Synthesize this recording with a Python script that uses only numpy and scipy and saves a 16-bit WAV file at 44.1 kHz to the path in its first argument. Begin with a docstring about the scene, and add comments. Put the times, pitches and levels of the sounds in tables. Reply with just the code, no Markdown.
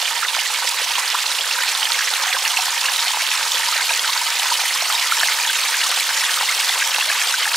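"""From the start, thin streams fall off a mossy overhang onto wet rock and shallow puddles close by.
Each splash rings short-lived air bubbles and throws fine spray, coloured and scattered by the hollow
under the ledge; farther streams merge into a wash. An air pocket bloops shut just after 1 s and again
at 4.5 s, and three heavy drops thud faintly between about 4.5 and 5.5 s. By the end the microphone
has slowly turned towards the water, which is now a little brighter and nearer the centre."""
import sys
import numpy as np
from scipy import signal
from scipy.fft import rfft, irfft, next_fast_len
from scipy.io import wavfile
from scipy.ndimage import uniform_filter1d, map_coordinates

SR = 44100
rng = np.random.default_rng(int(sys.argv[2]) if len(sys.argv) > 2 else 0)


def unload_wav(signal):
    """Save mono or channel-first audio to the path in sys.argv[1] as 16-bit WAV at rate SR, clipped to [-1, 1]."""
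    wavfile.write(
        sys.argv[1],
        SR,
        np.round(np.clip(np.atleast_2d(signal).T, -1, 1) * 32767).astype(np.int16),
    )


N = 333396

# The loudest bubbles in the nearest puddles. Each row: start in seconds, pitch in Hz, level in dB,
# decay in seconds.
LOUD_PLIPS = [(.026, 700, -25, 0.003), (.055, 3060, -8.5, 0.0016), (.228, 1310, -11.5, .0048),
              (.248, 1950, -12, .0028), (.283, 3570, -9, .0022), (.367, 1180, -9.5, 0.0011),
              (.382, 690, -17, .0023), (.391, 2740, -8.5, 0.0019), (.463, 1870, -11.5, .0018),
              (.501, 875, -18, 0.0054), (.586, 1000, -18, .0021), (.622, 890, -15, .0036),
              (.643, 507, -25, 0.0056), (.673, 5060, -8.5, .001), (.814, 500, -22, .0035),
              (.954, 2970, -12, .0014), (.981, 910, -12.5, .003), (1.031, 860, -22, 0.0046),
              (1.077, 4356, -12, .0015), (1.146, 1060, -12, 0.0012), (1.1513, 1270, -11, 0.0026),
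              (1.188, 2600, -14, .002), (1.261, 2670, -15, .0015), (1.264, 4100, -9.5, .002),
              (1.316, 3755, -10, .001), (1.387, 2700, -12, .002), (1.397, 643, -22, .0034),
              (1.409, 3150, -7, .0012), (1.439, 1590, -17, .002), (1.476, 680, -22, 0.0029),
              (1.51, 2630, -11, .0027), (1.586, 1480, -10.5, .0034), (1.604, 1500, -13, 0.0022),
              (1.632, 1850, -13, .0023), (1.634, 932, -19, .0035), (1.66, 870, -20, 0.0042),
              (1.716, 2260, -15, .0021), (1.75, 3560, -8.5, .0013), (1.829, 3040, -9, 0.0022),
              (1.854, 3120, -5, .0014), (1.868, 2015, -16, .002), (1.944, 2075, -15.5, .0035),
              (1.989, 1720, -12.5, .004), (1.991, 4490, -9, .0009), (2.007, 1520, -11, 0.002),
              (2.023, 1870, -9, 0.0011), (2.127, 790, -23, 0.0069), (2.138, 3790, -5, .0009),
              (2.267, 745, -19, 0.0035), (2.316, 2554, -12, .0018), (2.327, 2150, -6.5, .0015),
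              (2.343, 500, -23, .004), (2.348, 1630, -11, .0018), (2.35, 860, -19, 0.0041),
              (2.37, 860, -20, 0.0057), (2.451, 2670, -7.5, 0.0019), (2.459, 1737, -10, .0012),
              (2.57, 2540, -6.5, .002), (2.585, 736, -15.5, 0.0099), (2.598, 2480, -13, .0016),
              (2.62, 5360, -12, .0013), (2.681, 970, -15, .0028), (2.706, 6600, -11, .0011),
              (2.77, 880, -18.5, .0037), (2.814, 3350, -11.5, .0014), (2.838, 2600, -16, 0.0018),
              (2.857, 2760, -6, .001), (2.884, 1670, -11.5, 0.0024), (2.961, 3740, -10.5, .0014),
              (2.992, 3420, -11.5, 0.0025), (3.026, 4120, -5.5, 0.00073), (3.07, 714, -23, .0035),
              (3.081, 4070, -8, .001), (3.106, 960, -15, .003), (3.134, 940, -17.5, 0.0044),
              (3.171, 940, -14.5, .0025), (3.221, 625, -23, .004), (3.314, 2550, -8.5, 0.0013),
              (3.334, 1737, -15, .0016), (3.352, 5200, -13, .0014), (3.394, 1217, -18, .0022),
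              (3.41, 1460, -13, .0022), (3.428, 2620, -12, .002), (3.519, 3620, -10, .0009),
              (3.533, 5650, -15, .0018), (3.556, 3200, -9, 0.0012), (3.633, 1780, -12.5, .0022),
              (3.685, 960, -16, 0.0047), (3.686, 4960, -9, .0011), (3.724, 1217, -14.5, .0037),
              (3.755, 693, -23.5, .0034), (3.765, 4150, -10.5, .0021), (3.782, 1500, -14, .0024),
              (3.806, 1560, -13, .0024), (3.819, 2160, -9.5, 0.0016), (3.828, 4410, -10, .001),
              (3.892, 2410, -11.5, .004), (3.899, 1570, -15.5, 0.0079), (3.906, 2670, -11, .002),
              (3.91, 663, -22, 0.0036), (3.933, 2480, -11, .002), (3.949, 4490, -11, .0012),
              (3.96, 7000, -14, .0011), (3.994, 3140, -7.5, 0.0017), (4.045, 1520, -14, .0025),
              (4.058, 3870, -15, .0012), (4.079, 4140, -9, .001), (4.09, 1050, -13.5, 0.0065),
              (4.123, 4420, -10, .001), (4.161, 920, -19, 0.0036), (4.176, 4380, -9.5, .0015),
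              (4.178, 1500, -16, .002), (4.212, 950, -17.5, 0.0061), (4.324, 2710, -13, .0013),
              (4.395, 770, -18, .003), (4.456, 970, -16, .0025), (4.486, 2710, -12, .0016),
              (4.5, 1500, -15, .0019), (4.505, 4620, -12, .0017), (4.616, 795, -19, 0.003),
              (4.636, 854, -21, .003), (4.655, 1940, -12.5, .0018), (4.706, 2030, -14, .0022),
              (4.74, 5000, -10, .001), (4.803, 1270, -16, .0045), (4.823, 700, -16, 0.0031),
              (4.897, 804, -24, .005), (4.9, 1254, -13, .002), (4.942, 960, -17, .0035),
              (4.951, 3700, -8, 0.0015), (4.993, 2790, -12, .0014), (5.065, 4800, -14, .0013),
              (5.113, 2150, -12, .002), (5.121, 1330, -11.5, 0.0034), (5.211, 1480, -8.5, .00095),
              (5.232, 1580, -4, 0.0015), (5.232, 730, -21, .004), (5.262, 2554, -16, .002),
              (5.285, 1950, -8, .0015), (5.292, 4680, -10, .0009), (5.32, 2230, -15, 0.0019),
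              (5.387, 1843, -11, .0015), (5.399, 2337, -12, .0021), (5.435, 2340, -9, .001),
              (5.45, 1760, -15, 0.0023), (5.467, 855, -22, 0.01), (5.476, 3320, -12.5, .002),
              (5.496, 1540, -13, 0.0035), (5.496, 3200, -13, .002), (5.555, 2680, -9, .0014),
              (5.742, 1590, -14, .003), (5.789, 4780, -13, .0014), (5.815, 2770, -10.5, .0015),
              (5.829, 1843, -12, .002), (5.835, 2750, -15, .003), (5.877, 5690, -12, .0009),
              (5.891, 700, -23, 0.0036), (5.915, 3050, -11, .0015), (5.925, 1290, -20, .003),
              (5.972, 828, -19.5, .003), (5.975, 2500, -13, .002), (5.997, 4050, -13, .0014),
              (6.006, 2270, -12, .002), (6.092, 1490, -7.5, 0.00084), (6.103, 1590, -12, .0018),
              (6.107, 910, -23, 0.0024), (6.237, 1720, -12, .0022), (6.293, 1680, -13, .0022),
              (6.368, 4356, -14, .0018), (6.373, 1290, -18, 0.0026), (6.387, 1254, -19, .002),
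              (6.409, 940, -11.5, .003), (6.428, 804, -17, .0037), (6.477, 3500, -13, .0018),
              (6.487, 2050, -13, .0055), (6.626, 2554, -17, .0018), (6.628, 4730, -13, .0013),
              (6.647, 4450, -13, .0011), (6.692, 3450, -7.5, .0013), (6.697, 1980, -16, .0022),
              (6.698, 878, -17, .0033), (6.726, 1843, -17, .0025), (6.747, 3170, -14, .0018),
              (6.808, 6800, -15, .0014), (6.82, 1570, -11.5, 0.0057), (6.851, 5000, -12, 0.0013),
              (6.874, 3870, -13, .0009), (6.893, 905, -19, .003), (6.915, 3050, -14, 0.0025),
              (6.943, 2650, -12, 0.0035), (6.945, 640, -22, .0035), (6.955, 510, -25, .004),
              (6.984, 970, -8, 0.0021), (7.008, 2690, -10.5, .0032), (7.024, 3240, -14, .003),
              (7.025, 1630, -14, 0.002), (7.077, 615, -23, 0.0026), (7.09, 3985, -11.5, .002),
              (7.1, 1620, -8.5, 0.0018), (7.101, 660, -24, .0035), (7.116, 2350, -7, .0012),
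              (7.125, 1290, -14, .0024), (7.215, 2450, -11, .002), (7.216, 1700, -15, .0025),
              (7.224, 6560, -10, .001), (7.273, 4750, -12, .0014), (7.289, 4900, -11, .0013),
              (7.323, 6035, -15, .0016), (7.324, 3755, -12, .0013), (7.34, 1500, -9.5, .003),
              (7.455, 1550, -8.5, 0.0016), (7.466, 853, -20.5, 0.004), (7.476, 1750, -13, .0024),
              (7.515, 1630, -15, .003), (7.517, 2390, -10, .0014), (7.545, 1540, -9, 0.0024)]
# The lesser plips, biggest bubble first. Each row: pitch in Hz, top level in dB.
LESSER_PLIPS = [(780, -20), (1400, -19), (2300, -21.5), (3200, -17.5), (4600, -17), (6800, -23)]
# Air pockets pinching shut. Each row: centre in seconds, pitch there in Hz, level in dB,
# swell in seconds, glide in octaves a second.
AIR_POCKETS = [(1.149, 1006, -18.5, .0065, 38), (4.524, 992, -14.5, .0042, 18)]
# Blobs bursting on rock. Each row: centre in seconds, pitch in Hz, top level in dB, length in seconds.
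ROCK_SPLATS = [(.084, 3500, -12, 0.027), (.552, 3100, -10.5, 0.02), (.795, 4200, -12, 0.023),
               (1.53, 4270, -8, 0.024), (1.676, 3180, -10.5, 0.018), (2.078, 3080, -13.5, 0.015),
               (2.233, 4060, -9.5, 0.017), (2.335, 2250, -21, 0.02), (2.622, 4400, -13, 0.03),
               (3.004, 5000, -12, .01), (3.2, 2800, -13, 0.034), (3.322, 2660, -16, 0.032),
               (4.325, 3570, -15, 0.032), (4.455, 2700, -15, .028), (4.74, 4200, -14, 0.038),
               (5.027, 2620, -14, 0.032), (5.205, 3450, -17, 0.019), (5.268, 3050, -18, 0.026),
               (5.319, 3400, -13, 0.013), (5.624, 2900, -17, .03), (6.185, 5000, -11, .03),
               (6.813, 2700, -13, 0.033), (6.942, 2200, -18, .02), (7.216, 2540, -18, 0.027),
               (7.549, 4100, -8.5, 0.025)]
# The hardest drops on bare stone. Each row: start in seconds, level in dB.
HARD_SMACKS = [(.7955, -10), (1.0799, -5), (1.102, -2), (1.3166, -11), (1.5385, -7), (1.609, -8),
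               (2.4783, 1), (2.5648, -7), (2.8485, -10), (3.266, -4), (3.4802, -6), (3.5197, -4),
               (4.235, -6), (4.4355, -9), (4.6222, -11), (4.9976, -3), (5.1835, -8), (5.274, -6),
               (5.9107, -13), (6.3083, -8), (6.3425, -7), (6.5492, -6), (6.7792, -13), (7.1696, -12)]
# Heavy drops on soft ground. Each row: start in seconds, level in dB.
GROUND_THUDS = [(4.472, -63), (5.229, -64), (5.505, -68)]
# The flow of the thick stream into its pool. Each row: time in seconds, level in dB.
PLUNGE_FLOW = [(0, -35.5), (1.4, -34.5), (2.2, -34.5), (3.2, -34.5), (4.1, -37), (4.7, -33), (5.3, -34),
               (5.8, -38), (6.5, -37), (7.56, -35.5)]
# Air resonances under the ledge. Each row: centre in Hz, width in Hz, boost or cut in dB.
HOLLOW_RESONANCES = [(532, 136, 4), (634, 49, -1), (724, 51, 2.5), (769, 50, -2.5), (926, 110, 5),
                     (1093, 210, -6), (1418, 32, -11.5), (1657, 68, -4.5)]

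# The tone of each layer. Each row: frequency in Hz, relative level in dB.
WATER_EQ = [(71, -94), (120, -55), (312, -26), (519, -11.5), (636, -13), (719, -9.5), (936, -9),
            (1100, 0.5), (1560, -0.5), (4220, -1), (9910, -7.5), (13400, -15.5), (15500, -43)]  # the splashing as a whole
PUDDLE_EQ = [(200, -1.5), (800, 0.5), (1400, -2), (4000, -2.5), (7000, -3.5), (15000, -1)]  # shallow puddles, on top of WATER_EQ
POOL_EQ = [(150, -55), (400, -12.5), (650, -4.5), (925, -0.5), (1300, -7.5), (2200, -5), (6000, -46)]  # the plunge pool, on top of WATER_EQ
WASH_EQ = [(150, -0.5), (500, 1), (930, 2.5), (1500, 3.5), (4000, 0.5), (8000, 0), (14000, -4.5)]  # far streams, on top of WATER_EQ
SMACK_EQ = [(100, -58), (400, -20), (1200, -5), (3000, -2), (5500, 10.5), (8500, -7), (11000, -9),
            (13500, -7), (15500, -11)]  # drops cracking on stone
SPRAY_EQ = [(100, -67), (400, -35), (1200, -25), (3000, 4), (5000, -2), (8000, -2.5), (11000, -5),
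            (15500, -20)]  # ticking droplets
MIST_EQ = [(100, -80), (1500, -29), (4000, 10), (7000, -0.5), (10000, -2), (13000, 0.5), (15500, -8)]  # the finest spray
SHEEN_EQ = [(2000, -56), (7000, 3.5), (11000, 0.5), (13500, 0), (15500, -2.5)]  # far spray on moss and leaves
FOREST_EQ = [(20, -2), (70, -7), (160, 3), (400, -12), (2000, -50)]  # still forest air

# Moss screens the water until the microphone has turned. Each row: time in seconds, treble gain in dB.
MOSS_SCREEN = [(0, -3), (1.2, -1.6), (1.8, -1.2), (2.5, -0.5), (4, 0), (5.6, 1.4), (6.5, 1), (7.56, 0.2)]
# Low sound bends round the moss. Each row: frequency in Hz, share of the screening that applies.
SCREEN_SHARE = [(400, 0), (900, 0.59), (2000, 0.39), (5000, 0.62), (13000, 0.89)]
# Where the water lies. Each row: time in seconds, left over right in dB.
WATER_PAN = [(0.0, -5), (1.22, -3.5), (7.56, -1.0)]
# The microphone's sense of direction. 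Each row: frequency in Hz, share of the pan it picks up.
PAN_SHARE = [(200, 0.4), (700, 0.16), (1300, 0.92), (4400, 1), (8000, 1.04), (13000, -0.29)]
# Diffuse sound at its two ports. Each row: frequency in Hz, left-right correlation.
PORT_LIKENESS = [(60, .85), (140, 0.73), (300, 0.75), (640, 0.96), (1400, 0.96), (3100, 0.96), (7000, 0.79),
                 (10000, 0.74), (13000, 1)]
# The phase between the ports. Each row: frequency in Hz, lead of the left in radians.
PORT_PHASE = [(20, 0), (5600, 0.2), (9700, 0.82), (12700, 0.5), (15300, 0)]

PUDDLE_DB, SPRAY_DB, WASH_DB, SHEEN_DB, FOREST_DB = -27, -27.5, -24, -35.5, -85  # faders of the beds
BAND_LIMIT_HZ = 15700


def near_bubbles(count=330, big_decay_s=0.0042, small_bias=0.633, spread_db=2):
    """The loudest plips over a drip of lesser ones; small bubbles ring higher and die sooner."""
    when, pitch, weakness, ring = rng.random((count, 4)).T
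    low_hz, high_hz = LESSER_PLIPS[0][0], LESSER_PLIPS[-1][0]
    hz = low_hz * (high_hz / low_hz) ** (pitch ** small_bias)  # a bias under 1 favours high pitches
    decay_s = big_decay_s * (hz / low_hz) ** -0.57 * 2 ** (ring - .5)
    db = along(LESSER_PLIPS, hz) - spread_db * weakness
    return plips(*np.transpose(LOUD_PLIPS)) + plips(drip_times(when), hz, db, decay_s)


def plips(start, hz, db, decay_s, samples=2200, shudder=.58, splash_db=-8.5, splash_decay_s=0.0037):
    """Each blob rings a bubble that shudders as the water breaks, with a splash and two fainter bubbles."""
    pan_db = rng.normal(0, 0.88, len(start))
    jolts = uniform_filter1d(rng.standard_normal((len(start), samples)), size=12, axis=1)
    stray = shudder * np.cumsum(jolts, axis=1) / np.sqrt(decay_s * SR)[:, None]
    ring = bubble_ring(hz, decay_s, rise=0.025, swell=0.38, samples=samples, stray=stray)
    rings = placed(start, amp(db - 2.0)[:, None] * ring, pan_db)
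    for delay, ratio in rng.random((2, 2, len(start))):
        wake_hz = np.minimum(hz * (0.87 + 0.73 * ratio), 9000)
        wake = bubble_ring(wake_hz, 0.41 * decay_s, rise=0.04, swell=0.33, samples=1100)
        rings += placed(start + 0.000996 + 0.0045 * delay, amp(db - 9.5)[:, None] * wake, pan_db)
    t = np.arange(SR // 40) / SR
    bursts = rng.standard_normal((len(start), len(t))) * np.exp(-t / splash_decay_s)
    splashes = placed(start, amp(db + splash_db)[:, None] * bursts, pan_db)
    splashes = coloured(splashes, lambda f: hollow_water_db(f) + along(PUDDLE_EQ, f))
    return coloured(rings, lambda f: low_cut_db(f, corner_hz=685)) + splashes


def bubble_ring(hz, decay_s, rise, swell, samples, stray=0):
    """One row per bubble: it swells, dies away and rises in pitch as it nears the surface."""
    t = np.arange(samples) / SR
    age = t / decay_s[:, None]
    envelope = np.exp(-age) * (1 - np.exp(-age / swell))
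    phase = 2 * np.pi * hz[:, None] * t * (1 + rise * np.minimum(age, 10) / 2)
    return envelope / envelope.max(1, keepdims=True) * np.sin(phase + stray)


def splats(droplets=17, spread_db=8.5, spread_octaves=1.19):
    """A blob bursts on the rock and its droplets land in a quick, crisp cluster."""
    centre, pitch, db, length = np.repeat(ROCK_SPLATS, droplets, axis=0).T
    when, smallness, weakness, side = rng.random((len(centre), 4)).T
    hz = pitch * 2 ** (spread_octaves * (smallness - .5))
    gain = amp(db - spread_db * weakness)
    ticks = gain[:, None] * bubble_ring(hz, 1.74 / hz, rise=0.02, swell=0.17, samples=360)
    clusters = placed(centre + length * (when - .5), ticks, pan_db=6 * (side - .5))
    return coloured(clusters, lambda f: low_cut_db(f, corner_hz=990))


def smacks(count=180, light_db=-18, spread_db=7, decay_s=0.0004):
    """Hard drops crack on bare stone; lighter ones fall at random between them."""
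    when, weakness = rng.random((count, 2)).T
    light_smacks = np.column_stack([drip_times(when), light_db - spread_db * weakness])
    start, db = np.vstack([HARD_SMACKS, light_smacks]).T
    t = np.arange(SR // 200) / SR
    cracks = rng.standard_normal((len(start), len(t))) * np.exp(-t / decay_s)
    cracks *= (amp(db) / np.abs(cracks).max(1))[:, None]
    return coloured(placed(start, cracks, rng.normal(0, 1, len(start))), lambda f: along(SMACK_EQ, f))


def bloops():
    """A shrinking air pocket swells in level and glides up in pitch, shuddering as it closes."""
    centre, hz, db, swell_s, glide = np.transpose(AIR_POCKETS)[:, :, None]
    t = np.arange(-SR // 25, SR // 25) / SR
    gliding_hz = hz * 2 ** (glide * np.minimum(t, swell_s))
    phase = 2 * np.pi * np.cumsum(gliding_hz, axis=1) / SR
    envelope = 1 / np.cosh(t / np.where(t < 0, swell_s, .7 * swell_s))
    shudder = wobble(354)[:len(t)]
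    tones = amp(db + 2.5 * np.tanh(shudder)) * np.sin(phase + .5 * shudder) * envelope
    pockets = placed(centre[:, 0] + t[0], tones, np.zeros(len(centre)))
    return coloured(pockets, lambda f: low_cut_db(f, corner_hz=520))


def gurgle(blobs=1500, cluster=3):
    """Thin streams break into blobs; each traps a cluster of like-sized bubbles in the puddles."""
    when, pitch, weakness = rng.random((blobs, 3)).repeat(cluster, axis=0).T
    lag, detune, ring = rng.standard_normal((blobs * cluster, 3)).T
    start = when * N / SR + .004 * np.abs(lag)
    hz = (33 + 57 * pitch) ** 2 * np.exp(0.278 * np.tanh(detune))  # pitches crowd towards the low end
    decay_s = np.clip(.0014 * (hz / 2000) ** -.55 * np.exp(.4 * ring), .0004, .004)
    gain = amp(-8 * weakness) * hz ** .25 / np.sqrt(decay_s)
    rings = gain[:, None] * bubble_ring(hz, decay_s, rise=0.0076, swell=0.15, samples=700)
    puddles = placed(start, rings, pan_db=rng.normal(0, 5.3, len(start)))
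    return unit(coloured(puddles, lambda f: hollow_water_db(f) + along(PUDDLE_EQ, f)))


def spray(count=12000, mist_db=-5.0):
    """Droplets tick on the stone in flurries; the finest merge into a hissing mist."""
    when, pitch, weakness, side = rng.random((count, 4)).T
    hz = 2000 + 11000 * pitch
    gain = amp(-18 * weakness ** .6) * np.sqrt(hz)
    ticks = gain[:, None] * bubble_ring(hz, 1.5 / hz, rise=0, swell=0.21, samples=140)
    patter = placed(when * N / SR, ticks, pan_db=15 * (side - .5))
    patter = unit(coloured(patter, lambda f: along(SPRAY_EQ, f)))
    mist = unit(noise_bed(MIST_EQ))
    flurry_db = 4.6 * np.tanh(wobble(220)) + 3.7 * np.tanh(wobble(85))
    return unit((patter + amp(mist_db) * mist) * amp(flurry_db))


def plunge(count=1500, centre_hz=925):
    """The thick stream drives big bubbles into a pool; they glug in the hollow."""
    when, pitch, ring, weakness = rng.random((count, 4)).T
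    detune = np.clip(0.096 * np.tan(2.54 * (pitch - .5)), -.3, .3)  # most bubbles are near one size
    hz = centre_hz * np.exp(detune)
    decay_s = (1.66 + 1.8 * ring) / hz
    glugs = amp(-10 * weakness)[:, None] * bubble_ring(hz, decay_s, rise=0.018, swell=0.42, samples=1400)
    pool = placed(when * N / SR, glugs, pan_db=rng.normal(0, 1, count))
    return unit(coloured(pool, lambda f: hollow_water_db(f) + along(POOL_EQ, f)))


def wash(patchy_db=2.5):
    """Farther streams blur into a seething noise with patches of random strength."""
    spectrum = signal.stft(rng.standard_normal((2, N)), nperseg=256)[2]
    patches = uniform_filter1d(rng.standard_normal(spectrum.shape[1:]), size=9, axis=0)
    patches = uniform_filter1d(patches, size=6, axis=1)
    seethe = signal.istft(spectrum * amp(patchy_db * unit(patches)), nperseg=256)[1][:, :N]
    return unit(diffuse(filtered(seethe, lambda f: amp(hollow_water_db(f) + along(WASH_EQ, f)))))


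def sheen():
    """Far spray keeps up an even, finely sizzling hiss."""
    return unit(noise_bed(SHEEN_EQ) * amp(2.2 * wobble(450)))


def thuds(hz=60, decay_s=.008):
    """Each heavy drop gives the ground one short, dull push."""
    start, db = np.transpose(GROUND_THUDS)
    t = np.arange(SR // 10) / SR
    push = np.sin(2 * np.pi * hz * t) * np.exp(-t / decay_s)
    return placed(start, amp(db)[:, None] * push, np.zeros(len(start)))


def forest():
    """The faint, wavering low hush of forest air."""
    return amp(FOREST_DB + 5.6 * np.tanh(wobble(14))) * unit(noise_bed(FOREST_EQ))


def rock_echoes(x, wet_db, t60_s, spots=3):
    """Wet rock adds a short scatter of echoes, different for each spot where water lands."""
    t = np.arange(SR // 16) / SR
    sends = np.array([wobble(14) for _ in range(spots)])
    sends /= np.linalg.norm(sends, axis=0)
    echoes = np.zeros((2, N))
    for send in sends:
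        tail = rng.standard_normal((2, len(t))) * amp(-60 * t / t60_s) * (1 - np.exp(-t / 0.002))
        tail /= np.linalg.norm(tail[0])
        echoes += signal.oaconvolve((x.mean(0) * send)[None], tail, axes=1)[:, :N]
    return x + amp(wet_db) * diffuse(echoes)


def microphone_turn(water):
    """As the microphone turns, the moss screens less treble and the water drifts in from the right."""
    screen_gain = amp(automation(MOSS_SCREEN))
    water = water + filtered(water * (screen_gain - 1), lambda f: along(SCREEN_SHARE, f))
    pan_gain = amp(np.array([[1], [-1]]) * automation(WATER_PAN) / 2)
    return water + filtered(water * (pan_gain - 1), lambda f: along(PAN_SHARE, f))


def hollow_water_db(hz):
    """The tone of splashing water, shaped by the air resonating in the hollow."""
    resonances = sum(db / (1 + (2 * (hz - centre) / width) ** 2) for centre, width, db in HOLLOW_RESONANCES)
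    return along(WATER_EQ, hz) + resonances


def low_cut_db(hz, corner_hz):
    """Small bubbles move too little air to radiate far below their pitch."""
    return -10 * np.log10(1 + (corner_hz / (hz + 80)) ** 7)


def surge(slow_db, fast_db):
    """The gain of a stream that swells slowly and sputters as it breaks into blobs."""
    return unit(amp(slow_db * np.tanh(wobble(3.9)) + fast_db * np.tanh(wobble(45))))


def drip_times(chance):
    """Seconds of a steady but uneven drip: one drop somewhere in each equal stretch."""
    return (np.arange(len(chance)) + chance) / len(chance) * N / SR


def noise_bed(eq):
    """Diffuse stereo noise with the given tone."""
    return diffuse(filtered(rng.standard_normal((2, N)), lambda f: amp(along(eq, f))))


def diffuse(pair):
    """Two unrelated signals as two close microphone ports hear them."""
    def mid_side_gains(hz):
        angle = np.arccos(np.clip(along(PORT_LIKENESS, hz), -1, 1)) / 2
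        return np.array([np.cos(angle), np.sin(angle)])
    mid, side = filtered(pair, mid_side_gains)
    return np.array([mid + side, mid - side])


def placed(times, grains, pan_db):
    """Stereo mix of one grain per row, each at its time and pan."""
    at = np.round(np.abs(times) * SR).astype(int)[:, None] + np.arange(grains.shape[1])
    channels = [grains * amp(side * pan_db / 2)[:, None] for side in (1, -1)]
    return np.array([np.bincount(at.ravel(), channel.ravel(), N)[:N] for channel in channels])


def coloured(x, colour_db):
    """Minimum-phase EQ, so that nothing rings before a splash."""
    size = 2 * next_fast_len(N // 2 + SR // 4)
    cepstrum = irfft(np.log(amp(colour_db(np.fft.rfftfreq(size, 1 / SR)))))
    cepstrum[1:size // 2] *= 2
    cepstrum[size // 2 + 1:] = 0
    return irfft(rfft(x, size) * np.exp(rfft(cepstrum)), size)[..., :N]


def filtered(x, response):
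    """x through a frequency response."""
    size = next_fast_len(N + SR // 2)
    return irfft(rfft(x, size) * response(np.fft.rfftfreq(size, 1 / SR)), size)[..., :N]


def wobble(rate):
    """A smooth random curve, rate knots a second."""
    return map_coordinates(rng.standard_normal(int(N * rate / SR) + 4), [np.arange(N) * rate / SR])


def automation(points):
    """(seconds, value) points read at every sample."""
    return np.interp(np.arange(N) / SR, *np.transpose(points))


def along(points, hz):
    """(Hz, value) points read on a log axis."""
    freqs, values = np.transpose(points)
    return np.interp(np.log(hz + 1), np.log(freqs), values)


def amp(db):
    """Decibels to gain."""
    return 10 ** (np.asarray(db) / 20)


def unit(x):
    """x at rms 1."""
    return x / np.sqrt(np.mean(x ** 2) + 1e-20)


def scene():
    """Near splashes and their echoes in front, the wash behind, the ground and forest underneath."""
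    streams = (amp(automation(PLUNGE_FLOW)) * surge(slow_db=-0.3, fast_db=2.5) * plunge()
               + amp(PUDDLE_DB) * surge(slow_db=0.0, fast_db=1.5) * gurgle()
               + amp(SPRAY_DB) * surge(slow_db=-0.5, fast_db=1.5) * spray())
    drops = near_bubbles() + bloops() + smacks() + splats()
    near = rock_echoes(drops + streams, wet_db=-8.0, t60_s=0.021)
    water = near + amp(WASH_DB) * wash() + amp(SHEEN_DB) * sheen()
    return microphone_turn(water) + thuds() + forest()


def record(dry):
    """The microphone's ports differ slightly in treble phase; nothing passes above the band limit."""
    half_turns = np.array([[.5j], [-.5j]])  # left leads and right lags, each by half the phase
    return filtered(dry, lambda f: np.exp(half_turns * along(PORT_PHASE, f)) * (f < BAND_LIMIT_HZ))


dry = scene()
out = record(dry)
unload_wav(out)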